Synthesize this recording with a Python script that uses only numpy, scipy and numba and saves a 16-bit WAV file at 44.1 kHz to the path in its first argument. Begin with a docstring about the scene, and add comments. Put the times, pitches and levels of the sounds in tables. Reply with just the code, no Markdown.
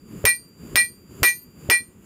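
"""A forge workshop, close to a phone: a hand hammer strikes hot steel on an anvil four times.
Each blow snaps, cracks in noise bands, rings steel modes, rattles small clutter and thumps the stand.
The tail of a blow struck before the start opens the scene; a gas forge roars, hisses and whistles behind.
The phone's gain control ducks at each loud blow and comes back late; a limiter flattens the ring."""
import sys
import numpy as np
from scipy import signal
from scipy.fft import rfft, irfft
from scipy.io import wavfile
from scipy.ndimage import uniform_filter1d, minimum_filter1d
from numba import njit

SR = 44100
rng = np.random.default_rng(int(sys.argv[2]) if len(sys.argv) > 2 else 0)


def store_pcm(level_fs):
    """Save levels as 16-bit WAV."""
    pcm = np.round(np.clip(level_fs, -1, 1) * 32767).astype(np.int16)
    wavfile.write(sys.argv[1], SR, np.atleast_2d(pcm).T)


N = 90404  # length [samples]


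def undb(db):
    """Turn dB into an amplitude gain."""
    return 10 ** (np.asarray(db) / 20)


def unit(x):
    """Scale to rms 1."""
    return x / np.sqrt(np.mean(x ** 2))


def band(x, hz, width_hz):
    """Band-pass around a centre frequency."""
    low_edge = max(hz - width_hz / 2, hz / 4)
    high_edge = min(hz + width_hz / 2, SR / 2.1)
    sos = signal.butter(2, [low_edge, high_edge], "band", fs=SR, output="sos")
    return signal.sosfilt(sos, x)


def fade(t, t60):
    """Exponential decay: silent before 0, then 60 dB down after t60 seconds."""
    return (t >= 0) * np.exp(-np.log(1000) * np.maximum(t, 0) / t60)


def swell(t, rise_s):
    """Exponential rise from 0 towards 1, with its time constant in seconds."""
    return 1 - np.exp(-np.maximum(t, 0) / rise_s)


def sine(hz, t):
    """Sine that starts its cycle at t = 0."""
    return np.sin(2 * np.pi * hz * t)


def walk(rate):
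    """Random levels, drawn `rate` times a second and joined by slopes; rms 1."""
    step = int(SR / rate)
    levels = np.repeat(rng.standard_normal(N // step + 1), step)
    return unit(uniform_filter1d(levels, step)[:N])


def read_curve(hz, table, column):
    """Read a table column at any frequency, interpolated along log frequency."""
    points = np.array(table)
    return np.interp(np.log(hz), np.log(points[:, 0]), points[:, column])


@njit
def follow(x, attack, release):
    """Envelope that rises and falls at its own rates (share of the gap per sample)."""
    y, e = np.empty(len(x)), 1e-4
    for i in range(len(x)):
        e += (x[i] - e) * (attack if x[i] > e else release)
        y[i] = e
    return y


def forge():
    """Gas forge: noise shaped as flame roar that flutters in the bass, steady hiss and a breathy whistle."""
    # flame and gas colour before the roar is levelled: (frequency [Hz], spectral level [dB per Hz])
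    flame_colour = [(18, -44), (30, -7.5), (202, -1.5), (389, -9), (709, -28), (1170, -24.5), (1970, -32),
                    (2760, -29.5), (4420, -46), (4780, -34.5), (6050, -49.5), (7080, -25.5), (8060, -43.5),
                    (9680, -34.5), (15500, -36)]
    roar_db, whistle_db = -36.5, -58.5
    flutter_db, flutter_hz = 2.5, 40.02
    whistle_hz, whistle_width_hz = 7200, 650

    hz = np.maximum(np.arange(N // 2 + 1) * SR / N, 1)
    colour = undb(read_curve(hz, flame_colour, 1))
    bass_share = 1 / (1 + (hz / 600) ** 4)  # share of the power

    def coloured_noise(share):
        return irfft(rfft(rng.standard_normal(N)) * colour * np.sqrt(share), N)

    bass = coloured_noise(bass_share) * undb(flutter_db * walk(flutter_hz))
    hiss = coloured_noise(1 - bass_share)
    whistle = unit(band(rng.standard_normal(N), whistle_hz, whistle_width_hz))
    return undb(roar_db) * unit(bass + hiss) + undb(whistle_db) * whistle


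def ring(t, tilt, high_db):
    """Anvil and hammer modes: decaying sines that swell in, the weaker ones wavering more in level."""
    # anvil and hammer mode frequencies [Hz]
    mode_hz = [1941, 2383, 4160, 4190, 4225, 4960, 5385, 5420, 6100, 6600, 6648, 8917, 9150, 11510, 12770,
               13261, 13410, 13630]
    # the same modes before tilt, scatter and waver: (level [dB], decay time t60 [s])
    mode_decays = [(-0.5, 0.25), (-1.5, 0.24), (-13.5, 0.16), (-14.5, 0.2), (-15.5, 0.15), (-15, .1),
                   (-4, 0.079), (-22.5, .18), (-24.5, 0.21), (-39.5, 0.32), (-29, .22), (-1, .21),
                   (-26.5, 0.25), (-43, .17), (-24.5, 0.099), (-19.5, 0.31), (-36.5, .3), (-40, .5)]
    rise_s, scatter_db = 0.02, 0.8
    waver_db, waver_hz = 4.5, 70
    high_from_hz, weak_under_db = 6000, -12
    choke_s, choke_power = 0.1, 3
    rest_db, rest_t60_s = -48, 0.56

    tones, after = 0, np.maximum(t, 0)
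    for k, (hz, (db, t60)) in enumerate(zip(mode_hz, mode_decays)):
        extra_db = high_db * (hz > high_from_hz and db < weak_under_db)
        scatter = scatter_db * rng.standard_normal()
        waver = waver_db * np.clip(-db / 20, 0, 1) * walk(waver_hz)
        size = undb(db + extra_db + scatter + waver)
        shape = fade(t, t60)
        if k < 2:  # the two lowest modes die ever faster, to a faint rest
            choke = np.exp(-(after / choke_s) ** choke_power)
            shape = shape * choke + undb(rest_db) * fade(t, rest_t60_s)
        tones = tones + size * tilt(hz) * shape * sine(hz, t)
    return tones * swell(t, rise_s)


def long_ring(t, long_db):
    """One long-lived mode that swells in slowly and outlasts the main ring."""
    hz, base_db, t60_s, rise_s = 4721, -40.5, 0.88, 0.04
    return undb(base_db + long_db) * fade(t, t60_s) * swell(t, rise_s) * sine(hz, t)


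def clutter(t, count=320):
    """Tongs, chain and scrap: many small decaying modes strewn at random, new for every blow."""
    # typical small mode, scattered below: (frequency [Hz], level [dB], decay time t60 [s])
    small_modes = [(700, -39.5, 0.16), (1500, -42, 0.18), (3000, -33, 0.14), (5000, -31, 0.16),
                   (7500, -40.5, 0.16), (10800, -31, 0.11), (12500, -42.5, 0.19), (15400, -41, 0.085)]
    level_spread_db, low_hz, high_hz = 1.5, 700, 15400

    sounding = (t >= 0) & (t < 0.5)
    live = t[sounding]
    where, spread, phase = rng.random(count), rng.standard_normal(count), rng.random(count)
    hz = low_hz + (high_hz - low_hz) * where
    level = undb(read_curve(hz, small_modes, 1) + level_spread_db * spread)
    t60 = read_curve(hz, small_modes, 2) * undb(spread[::-1])
    # one row a mode; the phase is in cycles
    modes = fade(live, t60[:, None]) * np.sin(2 * np.pi * (hz[:, None] * live + phase[:, None]))
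    out = np.zeros(N)
    out[sounding] = level @ modes
    return out


def stand_thump(t, knock_db):
    """Low thump around the blow: decaying sines, softly begun, set 11 ms before the blow time."""
    # modes of the stand before the blow's own levels: (frequency [Hz], level [dB], decay time t60 [s])
    stand_modes = [(44.5, -22, 0.06), (97.8, -14, .08), (190, -29.5, .08), (432, -23, .07),
                   (546, -23.5, .07)]
    offset_s, rise_s = 0.011, 0.0024

    thump_t = t + offset_s
    thump = 0
    for k, (hz, db, t60) in enumerate(stand_modes):
        level = undb(db + knock_db * (k >= 3))  # the highest two are the knock
        thump = thump + level * fade(thump_t, t60) * sine(hz, thump_t)
    return thump * swell(thump_t, rise_s)


def impact_crack(t, tilt):
    """Crack: bursts of band-passed noise, each band with its own decay."""
    # noise bands before tilt: (centre frequency [Hz], level [dB], decay time t60 [s])
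    crack_bands = [(378, -20, 0.087), (733, -20.5, 0.097), (1206, -15.5, 0.09), (2000, -13, 0.12),
                   (2632, -1, 0.021), (3940, -11.5, 0.021), (5500, -4.5, 0.021), (7500, -18.5, .05),
                   (10000, -30, 0.021), (12500, -17, 0.017), (14500, -0.5, .05)]
    crack = 0
    for hz, db, t60 in crack_bands:
        noise = unit(band(rng.standard_normal(N), hz, hz / 2.14))
        crack = crack + undb(db) * tilt(hz) * fade(t, t60) * noise
    return crack


def impact_snap(t):
    """Snap of contact: a click of about 2 ms through a band-pass, set to a fixed peak."""
    peak_db, hz, width_hz = 7.5, 3000, 2300
    snap = band(fade(t, 0.0021), hz, width_hz)
    return undb(peak_db) * snap / max(np.abs(snap).max(), 0.01)  # the floor keeps a spent click quiet


def blow(t, thump_db, tilt_db, long_db, knock_db, high_db):
    """One blow at t = 0: steel (ring, crack, clutter, snap) and stand apart, brightness tilting about 2 kHz."""
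    def tilt(hz):
        return undb(tilt_db * np.log2(hz / 2000))

    tones = ring(t, tilt, high_db) + long_ring(t, long_db)
    steel = tones + clutter(t) + impact_crack(t, tilt) + impact_snap(t)
    return steel, undb(thump_db) * stand_thump(t, knock_db)


def scene():
    """Blows over the forge; strength scales the steel, while the thump has its own level."""
    # hammer blows, the first before the start: (time [s], strength [dB], thump [dB],
    # brightness [dB per octave], long ring [dB], knock [dB], weak high modes [dB])
    blows = [(-.235, -10.5, -30, -6, 18.5, 0, 0), (0.2527, 11, 15.5, 0.2, 2.5, 6.5, -2.5),
             (0.7571, 12.5, -8.5, -0.36, -1.5, 3, -2), (1.2312, 14.5, 2.5, -1.63, -4, -6.5, 7),
             (1.6996, 12.5, 0.5, -1.32, -18, 3, -6.5)]
    t, out = np.arange(N) / SR, forge()
    for start_s, strength_db, *character in blows:
        steel, thump = blow(t - start_s, *character)
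        out = out + undb(strength_db) * steel + thump
    return out[None]


def record(dry):
    """Phone: bass cut, gain control that holds its duck and returns late, fast limiter, soft clip, top cut."""
    low_cut_hz, top_hz = 55, 15350
    duck_from_db, duck_max_db = -17.5, 13
    duck_hold_s, duck_release_s = 0.21, 0.062
    duck_left_s = 0.051  # hold still running at the start
    limit_db, limit_ratio = -7.5, 24
    limit_attack_s, limit_release_s = 0.0004, 0.012
    clip = 0.6  # full-scale amplitude is 1

    x = signal.sosfilt(signal.butter(1, low_cut_hz, "high", fs=SR, output="sos"), dry[0])

    level_db = 20 * np.log10(np.abs(x) + 1e-9)
    over_db = np.clip(level_db - duck_from_db, 0, duck_max_db)
    half = int(duck_hold_s * SR / 2)
    # hold: the largest excess over the past hold time
    held_db = -minimum_filter1d(-over_db, size=2 * half + 1, origin=half, mode="constant")
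    held_db[:int(duck_left_s * SR)] = duck_max_db
    duck_db = follow(held_db, 1., 1 / (duck_release_s * SR))  # ducks at once
    x = x * undb(-duck_db)

    env = follow(np.abs(x), 1 / (limit_attack_s * SR), 1 / (limit_release_s * SR))
    x = x * np.minimum(undb(limit_db) / env, 1) ** (1 - 1 / limit_ratio)
    x = clip * np.tanh(x / clip)
    return signal.sosfilt(signal.ellip(8, .2, 70, top_hz, fs=SR, output="sos"), x)[None]


dry = scene()
out = record(dry)
store_pcm(out)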